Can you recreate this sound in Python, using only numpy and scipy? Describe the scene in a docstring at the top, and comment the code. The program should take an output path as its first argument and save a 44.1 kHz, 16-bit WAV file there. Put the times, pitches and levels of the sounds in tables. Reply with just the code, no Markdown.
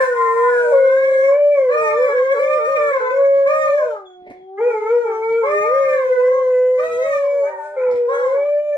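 """Two large dogs howl in a living room; their vibrating vocal folds make tones that swoop, hold and beat.
The left dog starts at once, while the right dog cracks into a two-toned squeal before it howls too.
From 2 s the right voice keeps breaking to a lower note. From 3 s come snatched breaths and lip smacks,
and at 4 s a thin whine through the nose. Near 7.5 s the right dog squeals again and starts its last howl
hoarsely; just after 8 s the left dog's voice turns to a growl."""
import sys
import numpy as np
from scipy import signal
from scipy.fft import rfft, irfft, next_fast_len
from scipy.io import wavfile
from scipy.ndimage import uniform_filter1d, map_coordinates

SR = 44100
rng = np.random.default_rng(int(sys.argv[2]) if len(sys.argv) > 2 else 0)


def write(x):
    x = np.atleast_2d(x).T
    wavfile.write(sys.argv[1], SR, np.round(np.clip(x, -1, 1) * 32767).astype(np.int16))


N = 386757
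CUTOFF_HZ = 13900

# the tone colour of a rough throat: (frequency [Hz], level [dB])
RASP = [(200, -51.5), (550, 7), (750, -5), (1000, -2.5), (1200, -14), (1450, 0), (1900, -16.5),
        (2300, -2.5), (2800, -22.5), (5000, -22.5), (8000, -17.5), (10000, -26.5), (13000, -38)]
# caps on a voice's parts, before each dog's own gains: (base tone [dB], octave [dB], mouth [dB], edge [dB])
FULL_VOICE = (-11, -18, -20, -43)


def gain_of(db):
    """Turns decibels into a multiplier."""
    return 10 ** (np.asarray(db) / 20)


def evened(x):
    """Scales a signal to an average strength (rms) of 1."""
    return x / np.sqrt(np.mean(x ** 2) + 1e-20)


def eased(x, seconds):
    """Smooths with a moving average."""
    return uniform_filter1d(x, max(int(seconds * SR), 1))


def read(points, hz):
    """Looks up a frequency in a table, blending between rows."""
    f, value = np.transpose(points)
    return np.interp(np.log(hz + 1), np.log(f + 1), value)


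def curves(rows):
    """A table's start time, and its other columns sample by sample."""
    times, *columns = np.transpose(rows)
    t = np.arange(times[0], times[-1], 1 / SR)
    return times[0], [np.interp(t, times, c) for c in columns]


def add(mix, start, sound, fade_s=.008):
    """Mixes in a sound with short soft ends."""
    i = np.arange(len(sound))
    fade = np.minimum(np.minimum(i, i[::-1]) / (fade_s * SR), 1)
    part = mix[max(round(start * SR), 0):][:len(sound)]
    part += (sound * np.sin(fade * np.pi / 2) ** 2)[:len(part)]


def noise(spectrum, n):
    """Noise with the given tone colour."""
    white = rfft(rng.standard_normal(next_fast_len(N)))
    hz = np.linspace(0, SR / 2, len(white))
    return evened(irfft(white * gain_of(read(spectrum, hz)))[:n])


def wander(rate_hz, n):
    """A smooth random wobble, up to the given rate."""
    steps = rng.standard_normal(4096)
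    return evened(map_coordinates(steps, [np.arange(n) * 2 * rate_hz / SR], order=2, mode="wrap"))


def room_hum():
    """The room's quiet, steady noise."""
    # its tone colour: (frequency [Hz], level [dB])
    colour = [(25, 3), (70, -2.5), (200, -10), (500, -13), (2000, -18), (3000, -23.5), (8000, -34.5),
              (13000, -41.5)]
    return gain_of(-73.5) * np.array([noise(colour, N), noise(colour, N)])


def rumble(effort, breaths, rest_db=-82):
    """Lumpy low noise, partly alike left and right, that swells with hard howling and with gasps."""
    # its tone colour: (frequency [Hz], level [dB])
    colour = [(25, -7.5), (60, -4.5), (140, -3), (280, -2), (380, 0.5), (600, -28), (2000, -75.5)]
    airflow = np.sqrt(abs(eased(breaths ** 2, .022)))
    swell = gain_of(-47) * (effort / gain_of(FULL_VOICE[3])) ** 1.35
    puffs = gain_of(-56) * (airflow / airflow.max()) ** .35
    level = np.sqrt(swell ** 2 + puffs ** 2 + gain_of(rest_db) ** 2)
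    shared, unlike = noise(colour, N), .5 * noise(colour, N)
    lumps = gain_of(4.5 * wander(22, N))
    return level * lumps * np.array([shared + unlike, shared - unlike])


def in_room(x, lead_s, balance_db):
    """Sound reaches the nearer side first; the room adds a short wash of echoes."""
    # how long echoes take to fade by 60 dB: (frequency [Hz], time [s])
    fade_times = [(200, .3), (600, .3), (2000, .32), (6000, .26), (13000, .18)]
    # echo strength against the direct sound: (frequency [Hz], level [dB])
    echo_levels = [(200, -19), (550, -8), (1000, 0), (2000, -1.5), (6000, 5), (13000, 4)]
    size = SR // 2
    echoes = rng.standard_normal((2, size)) * (np.arange(size) > .004 * SR)
    hz, t, bands = signal.stft(echoes, SR, nperseg=256)
    alike = np.sinc(hz / 1900)[:, None]  # both sides hear the same bass
    bands[1] = alike * bands[0] + np.sqrt(1 - alike ** 2) * bands[1]
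    decay = gain_of(-60 * t / read(fade_times, hz)[:, None])
    decay /= np.sqrt(size * np.mean(decay ** 2, axis=1, keepdims=True))
    tail = signal.istft(bands * decay, SR, nperseg=256)[1]
    n = 2 * next_fast_len((N + SR) // 2)
    f, side = np.fft.rfftfreq(n, 1 / SR), np.array([[.5], [-.5]])
    direct = gain_of(side * balance_db) * np.exp(2j * np.pi * f * side * lead_s)
    echo_gain = gain_of(read(echo_levels, f))
    room = (direct + echo_gain * rfft(tail, n)) / np.sqrt(1 + echo_gain ** 2)
    return irfft(rfft(x, n) * room)[:, :N]


def lip_smacks(decay_s=.0015, lead_s=.01):
    """Wet lips part with tiny clicks."""
    # each smack: (time [s], level [dB], strongest frequency [Hz])
    smacks = [(3.385, -60, 5000), (4.271, -59.5, 4057), (4.303, -44.5, 4800), (5.302, -46.5, 4600),
              (5.327, -40, 4200), (5.358, -60, 4200), (7.913, -39, 4900), (7.96, -37.5, 4300)]
    track = np.zeros(N)
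    t = np.arange(-lead_s, 3 * lead_s, 1 / SR)  # silence first, so the fade-in spares the click
    for start, db, hz in smacks:
        hiss = noise([(hz / 4, -22), (hz, 0), (2 * hz, -14), (3 * hz, -30)], len(t))
        add(track, start - lead_s, gain_of(db) * hiss * (t >= 0) * np.exp(-abs(t) / decay_s))
    return track


def gasps():
    """The dogs snatch air through nose and mouth."""
    # each gasp: (time [s], length [s], level [dB], nose share [0-1])
    breaths = [(3.267, 0.21, -53, 0.7), (4.157, 0.32, -54.5, 0.9), (4.257, 0.034, -42, 0.93),
               (4.29, 0.039, -39, 0.98), (5.266, 0.13, -48.5, 0.8), (7.86, 0.17, -42.5, 0.92)]
    # air rushing through the nose: (frequency [Hz], level [dB])
    nose = [(80, -26.5), (250, -5), (400, 0.5), (550, -2), (700, -3.5), (880, -11), (1300, -31.5),
            (2100, -4.5), (2800, -29.5), (6000, -48), (12000, -59.5)]
    # air rushing through the mouth: (frequency [Hz], level [dB])
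    mouth = [(100, -20), (300, 5), (700, -5.5), (2200, 5), (4300, 2.5), (6000, -14.5), (9000, -19.5),
             (13000, -39)]
    track = np.zeros(N)
    for start, length, db, nose_share in breaths:
        n = int(length * SR)
        air = nose_share * noise(nose, n) + (1 - nose_share) * noise(mouth, n)
        add(track, start, gain_of(db) * evened(air * np.hanning(n)))
    return track


def vibrate(hz, waver, jitter):
    """The phase of a vibration whose pitch wavers slowly and jitters fast (both as shares of it)."""
    unsteady = 1 + waver * wander(22, len(hz)) + jitter * wander(220, len(hz))
    return 2 * np.pi * np.cumsum(hz * unsteady) / SR


def overtones(phase, hz, colour, orders, db_per_octave=0, ripple_db=0, echo_s=.0031):
    """Flickering multiples of the pitch, shaped by fixed resonances and, if asked, a close echo."""
    step = 64  # samples between level updates
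    i, stack, power = np.arange(len(hz)), 0, 1e-20
    hz, tilt = hz[::step], (db_per_octave + 0 * hz)[::step]
    for k in orders:
        ripple = ripple_db * np.cos(2 * np.pi * k * hz * echo_s)
        flicker = 3.33 * wander(9 * step, len(hz))
        db = read(colour, k * hz) + tilt * np.log2(k) + ripple + flicker
        size = gain_of(db) * (k * hz < CUTOFF_HZ)
        stack += np.interp(i, i[::step], size) * np.cos(k * phase)
        power += size ** 2 / 2
    return stack / np.interp(i, i[::step], np.sqrt(power))


def whine(octave_db=-24):
    """A thin, wavering whistle through the nose."""
    # the whistle's path: (time [s], pitch [Hz], level [dB])
    path = [(4.05, 3520, -56), (4.068, 3387, -44.5), (4.158, 3347, -58.5), (4.222, 3400, -92),
            (4.35, 3400, -85), (4.37, 3404, -65), (4.49, 3220, -69.5)]
    start, (hz, level) = curves(path)
    phase = vibrate(hz, waver=.004, jitter=.003)
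    return start, np.sqrt(2) * gain_of(level) * (np.cos(phase) + gain_of(octave_db) * np.cos(2 * phase))


def rough_voice(path, orders, jitter, flutter, flutter_hz=60):
    """The vocal folds vibrate unevenly, chopped by a low flutter in the throat."""
    start, (hz, level) = curves(path)
    chop = 1 + flutter * np.cos(vibrate(np.full(len(hz), flutter_hz), .044, .062))
    return start, gain_of(level) * chop * overtones(vibrate(hz, .01, jitter), hz, RASP, orders)


def hoarse_start():
    """A howl begins with a rough throat."""
    # the rough note: (time [s], pitch [Hz], level [dB])
    path = [(7.75, 499, -46), (7.79, 454, -38), (7.84, 485, -35), (7.9, 443, -35), (8.0, 479.5, -54),
            (8.06, 476, -45.5)]
    return rough_voice(path, range(2, 6), jitter=.024, flutter=.56)


def growl():
    """The vibration repeats only every second cycle, adding tones between the usual ones."""
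    # the growl's path: (time [s], half the voice's pitch [Hz], level [dB])
    path = [(8.1, 252, -42), (8.15, 283.3, -29.5), (8.22, 277.2, -35.5), (8.3, 266, -45.5),
            (8.35, 246, -57)]
    return rough_voice(path, range(3, 9, 2), jitter=.028, flutter=.61)


def squeals():
    """Two vibrations in one throat disturb each other and make sum and difference tones."""
    # one list a squeal: (time [s], upper tone [Hz], lower tone [Hz], upper [dB], lower [dB], rasp [dB])
    paths = [
        [(0, 1060, 692, -56, -71, -22.5), (.13, 1034, 793, -37, -54, -40),
         (.19, 1036, 830, -16.5, -70.5, -33.5), (.3, 1036, 777, -14, -65, -34.5),
         (.39, 1021, 812, -26.5, -58, -33.5), (.48, 1010, 785, -17.5, -47, -35),
         (.55, 975, 710, -53.5, -47, -32), (.68, 926, 585.4, -44.5, -22, -33), (.74, 815, 633, -39, -28, -33.5)],
        [(7.43, 867, 608.5, -43, -26, -51), (7.49, 917, 612.7, -32, -42, -48.5),
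         (7.53, 936.6, 521, -25, -36, -50.5), (7.64, 888, 595, -31, -33.5, -39.5),
         (7.77, 911, 589, -45, -29.5, -53.5)],
    ]
    track = np.zeros(N)
    for path in paths:
        start, (upper_hz, lower_hz, upper_db, lower_db, rasp_db) = curves(path)
        high, low = vibrate(upper_hz, .0015, .003), vibrate(lower_hz, .006, .012)
        tones = gain_of(upper_db) * (np.cos(high) + gain_of(-16) * np.cos(2 * high))
        tones += gain_of(lower_db) * np.cos(low)
        tones += gain_of(rasp_db + 3) * (np.cos(high + low) + gain_of(-20) * np.cos(2 * high - low))
        hiss = gain_of(rasp_db - 6) * noise(RASP, len(tones))
        add(track, start, np.sqrt(2) * tones + hiss)
    return track


def howl_shape(path, throat, edge_law, strain_db, scoop=0, breaks=(), attack_s=.023, release_s=.012):
    """One howl's start, pitch and four levels: base tone, octave, mouth overtones and treble edge."""
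    start, (hz, base, mouth) = curves(path)
    t = np.arange(len(hz)) / SR
    hz = eased(hz, .03) * (1 - scoop * (start > 0) * np.exp(-t / .034))
    for at, length, low_hz in breaks:  # a break drops the pitch, thins the base and lifts the overtones
        broken = eased(1. * (start + t > at) * (start + t < at + length), .028)
        hz, base, mouth = hz + broken * (low_hz - hz), base - 10 * broken, mouth + 4 * broken
    easy_db, per_mouth, per_octave = edge_law  # an easy note is 500 Hz with the mouth at -30 dB
    edge = easy_db + strain_db + per_mouth * (mouth + 30) + per_octave * np.log2(hz / 500)
    swell = 20 * np.log10(np.clip(np.minimum(t / attack_s, t[::-1] / release_s), 1e-3, 1))
    return start, hz, [db + swell for db in (base, base + read(throat, 2 * hz), mouth, edge)]


def howl(hz, levels, mouth_colour, edge_colour, crack, shimmer_db, core_db, mouth_db, edge_db, breath_db):
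    """A strong base tone; an open mouth adds overtones, and effort a treble edge with pulsing breath."""
    base, octave, mouth, edge = (np.minimum(level, cap) for level, cap in zip(levels, FULL_VOICE))
    # breath in the voice: (frequency [Hz], level [dB])
    breath = [(100, -18), (300, -8), (520, 7), (750, 12.5), (1100, 11.5), (1600, 2), (2350, 5),
              (2800, -10.5), (3600, 1.5), (5000, -15.5), (7500, -6), (10000, -11.5), (13500, -19)]
    glide = uniform_filter1d(abs(np.gradient(np.log(hz))) * SR, size=1200)
    phase = vibrate(hz, waver=.0014, jitter=.0012 + crack * np.minimum(glide, 5))  # leaps are unsteady
    effort = np.clip(edge + 50, -25, 1)
    tilt = .33 * effort  # soft notes are darker
    core = np.sqrt(2) * (gain_of(base) * np.cos(phase) + gain_of(octave) * np.cos(2 * phase))
    bright = gain_of(mouth + mouth_db) * overtones(phase, hz, mouth_colour, range(3, 8))
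    bright += gain_of(edge + edge_db) * overtones(phase, hz, edge_colour, range(5, 27), tilt, 2.5)
    air = gain_of(edge + breath_db + .12 * effort) * noise(breath, len(hz)) * (1 + .5 * np.cos(phase))
    shimmer = gain_of(shimmer_db * wander(35, len(hz)))
    return gain_of(core_db) * core + bright * shimmer + air


def left_howls():
    """Six howls and the effort behind them; all but the first scoop up into their note."""
    # one list a howl: (time [s], pitch [Hz], base tone [dB], mouth overtones [dB])
    paths = [
        [(0, 534.5, 1, 9), (.06, 503, -18, -29.5), (.2, 466.4, -19, -27.5), (.3, 455.5, -18.5, -34.5),
         (.4, 468.4, -14, -27.5), (.48, 486.2, -13.5, -22.5), (.6, 486, -14, -20.5), (.73, 475.7, -14.5, -30.5),
         (.89, 503, -25, -26.5), (.98, 543.4, -33, -24.5), (1.11, 558.2, -24, -24), (1.28, 551, -27.5, -30.5),
         (1.37, 474.5, -30, -43.5)],
        [(1.68, 614.2, -22, -30), (1.82, 618, -17, -24.5), (1.99, 588, -21.5, -31.5),
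         (2.1, 564.9, -17.5, -22.5), (2.24, 532, -30, -35), (2.33, 557, -19.5, -27), (2.5, 595, -20, -30),
         (2.6, 601.2, -20, -37), (2.73, 609.2, -26.5, -29), (2.81, 590.3, -15.5, -27.5),
         (2.88, 580.7, -16, -24.5), (3.0, 496.6, -20.5, -27), (3.08, 511.7, -14.5, -25.5),
         (3.24, 486.3, -30, -47.5)],
        [(3.45, 627, -18.5, -28), (3.62, 614, -16, -28.5), (3.76, 578, -30, -31.5), (3.83, 507.4, -21, -26),
         (3.9, 465, -24, -45), (3.97, 406, -39.5, -31), (4.05, 374, -40, -56), (4.16, 363, -43.5, -65),
         (4.33, 363, -43.5, -86), (4.54, 386, -34.5, -64.5), (4.62, 411, -32.5, -52.5), (4.8, 439, -25.5, -39),
         (4.92, 477, -24.5, -47), (5.02, 471.7, -20, -33), (5.11, 394, -31, -36), (5.24, 377, -44, -55)],
        [(5.42, 590.2, -16, -31), (5.58, 608.8, -20.5, -26.5), (5.69, 607.8, -20.5, -34.5),
         (5.83, 608.3, -31, -34), (5.94, 587, -19.5, -29), (6.05, 500, -26.5, -37.5), (6.18, 493, -15.5, -32.5),
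         (6.26, 533, -33, -40.5), (6.38, 542.4, -22.5, -39), (6.52, 516, -42.5, -55)],
        [(6.77, 660, -26.5, -32.5), (6.86, 653.5, -22.5, -31), (6.95, 653.4, -28, -35), (7.06, 634, -21, -34.5),
         (7.13, 610.5, -27, -29), (7.3, 502.4, -33, -54), (7.4, 469, -29, -61.5), (7.47, 406.5, -41, -32),
         (7.54, 383.3, -40, -44), (7.72, 402, -47, -64), (7.81, 424, -38, -44), (8.03, 420, -50, -68)],
        [(8.07, 584, -17.5, -33), (8.22, 553.4, -23.5, -31.5), (8.35, 486.4, -24.5, -39.5),
         (8.4, 406, -39, -49.5), (8.46, 396.6, -48, -42), (8.55, 383, -61.5, -71), (8.67, 369, -52, -72)],
    ]
    # how hard each howl is pushed: (extra edge [dB])
    strains = [5, 3, 3, 0.5, 3.5, 6.5]
    # the throat's gain for the octave, against the base tone: (frequency [Hz], gain [dB])
    throat = [(735, -0.5), (790, -5), (860, 4), (930, -16.5), (975, -15.5), (1034, -1), (1085, -1.5),
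              (1178, -9.5), (1208, 11), (1240, -10.5), (1300, -9)]
    # the mouth's resonances: (frequency [Hz], level [dB])
    mouth = [(1000, 8.5), (1450, 13), (1780, -9.5), (1950, -6.5), (2200, -3), (2420, -12.5), (2580, -18),
             (2720, -29), (3300, -92.5)]
    # the treble edge's colour: (frequency [Hz], level [dB])
    edge = [(2400, -66.5), (2780, -11), (3050, -1), (3350, 1.5), (3850, 2.5), (4300, -3.5), (4800, -11),
            (5280, 3), (5800, -2.5), (7250, 1.5), (8300, -7.5), (9500, -17), (11500, -15), (13500, -21)]
    # how the edge grows: (easy note [dB], with mouth overtones [dB/dB], with pitch [dB/octave])
    edge_law = (-59, 0.42, 28.2)
    voice, effort = np.zeros((2, N))
    for path, strain_db in zip(paths, strains):
        start, hz, levels = howl_shape(path, throat, edge_law, strain_db, scoop=.2)
        add(voice, start, howl(hz, levels, mouth, edge, crack=.002, shimmer_db=3.03,
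                               core_db=-1.5, mouth_db=-.5, edge_db=-1.5, breath_db=-4))
        add(effort, start, gain_of(levels[3] - strain_db))
    return voice, effort


def right_howls():
    """Three howls; the first keeps breaking down into the dog's low voice."""
    # one list a howl: (time [s], pitch [Hz], base tone [dB], mouth overtones [dB])
    paths = [
        [(.71, 587.5, -15, -33), (.75, 543.7, -14, -37), (.9, 532, -14.5, -34), (1.02, 533, -17, -40),
         (1.21, 528.5, -16.5, -31.5), (1.39, 584, -15, -35), (1.47, 580.2, -13.5, -50), (1.53, 584, -17, -30),
         (1.63, 523, -16.5, -38.5), (1.8, 458, -26, -41.5), (1.92, 430.7, -30, -28.5), (2.0, 496.2, -18, -49),
         (2.07, 523.2, -21.5, -33.5), (2.18, 498, -20.5, -47.5), (2.31, 543.3, -18.5, -36),
         (2.55, 528, -22, -42), (2.7, 546, -22.5, -41.5), (2.95, 542.2, -23, -35.5), (3.12, 532.3, -24, -45.5),
         (3.2, 553, -16.5, -34.5), (3.33, 554, -16.5, -33.5), (3.44, 552.8, -18, -37.5),
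         (3.53, 551, -24.5, -47.5), (3.65, 540.6, -25.5, -37), (3.75, 579.6, -15.5, -55.5),
         (3.87, 623, -25, -51), (3.95, 587.5, -27.5, -73)],
        [(4.57, 390.4, -36, -27), (4.62, 466.4, -18.5, -36), (4.68, 494.6, -16, -27.5), (4.76, 432, -30, -33.5),
         (4.82, 418.2, -29.5, -33.5), (4.88, 440.8, -24.5, -25.5), (4.94, 482, -16, -38.5),
         (5.0, 480, -18, -34), (5.13, 442, -27.5, -30.5), (5.22, 444, -25.5, -31), (5.4, 465, -19, -31.5),
         (5.49, 411.3, -33, -28.5), (5.56, 410, -23.5, -42.5), (5.63, 420, -28.5, -32.5),
         (5.75, 538, -18.5, -36), (5.81, 548, -18, -32), (5.9, 525.4, -19.5, -34.5), (6.09, 517.5, -19, -37),
         (6.18, 497.8, -19, -30.5), (6.4, 515.3, -20, -43.5), (6.56, 503.1, -20, -38.5),
         (6.76, 509.3, -20.5, -42.5), (6.86, 494, -28.5, -37.5), (6.95, 478, -24.5, -45),
         (7.01, 512.4, -22, -41), (7.08, 559, -24.5, -33.5), (7.2, 564, -20.5, -56), (7.3, 569, -19.5, -36),
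         (7.44, 561, -20.5, -41.5), (7.51, 584, -24, -34)],
        [(7.76, 535, -19, -36), (7.8, 511, -22.5, -45), (7.95, 489, -20, -53.5), (8.05, 481, -20.5, -45.5),
         (8.15, 473, -24.5, -49.5), (8.3, 529, -20, -50.5), (8.36, 557.5, -20.5, -33),
         (8.46, 580.3, -18.5, -38), (8.68, 593, -19.5, -44), (8.77, 582, -16, -30.5)],
    ]
    # how hard each howl is pushed: (extra edge [dB])
    strains = [0, 1.5, -2]
    # the voice breaks: (time [s], length [s], pitch [Hz])
    breaks = [(2.085, .045, 429), (2.35, .045, 450), (2.585, .085, 452), (2.775, .145, 457),
              (2.995, .11, 441)]
    # the throat's gain for the octave, against the base tone: (frequency [Hz], gain [dB])
    throat = [(825, -21.5), (868, -7), (888, -6), (915, -15), (950, -21.5), (1010, -27), (1075, -27),
              (1108, -13.5), (1145, -35.5)]
    # the mouth's resonances: (frequency [Hz], level [dB])
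    mouth = [(1000, 17.5), (1400, 0), (1650, -3), (1850, -17.5), (2050, 7), (2280, -0.5), (2400, -8.5),
             (2580, -19), (2720, -40), (3300, -91)]
    # the treble edge's colour: (frequency [Hz], level [dB])
    edge = [(2400, -57), (2780, 0), (3200, 3), (3800, -9), (4500, -4), (5200, -6.5), (6000, -1.5),
            (7000, 0), (8200, -11.5), (9500, -18), (11500, -10), (13500, -19)]
    # how the edge grows: (easy note [dB], with mouth overtones [dB/dB], with pitch [dB/octave])
    edge_law = (-59, 0.12, 7.1)
    voice = np.zeros(N)
    for path, strain_db in zip(paths, strains):
        start, hz, levels = howl_shape(path, throat, edge_law, strain_db, breaks=breaks)
        add(voice, start, howl(hz, levels, mouth, edge, crack=.0045, shimmer_db=2.5,
                               core_db=4, mouth_db=-2, edge_db=0, breath_db=-1))
    return voice


def scene():
    """Both dogs in the room, over its quiet hum."""
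    left, effort = left_howls()
    right = right_howls()
    breaths = gasps()
    right += squeals()
    add(right, *hoarse_start())
    add(left, *growl())
    add(right, *whine())
    left += breaths + lip_smacks()
    hum = room_hum()
    dogs = in_room(left, lead_s=.00023, balance_db=0) + in_room(right, lead_s=-.000093, balance_db=1.1)
    return hum + rumble(effort, breaths) + dogs


def record(dry):
    """Cuts off the highest treble."""
    low_pass = signal.firwin(511, CUTOFF_HZ, window=("kaiser", 9), fs=SR)
    return signal.oaconvolve(dry, low_pass[None], "same")


dry = scene()
out = record(dry)
write(out)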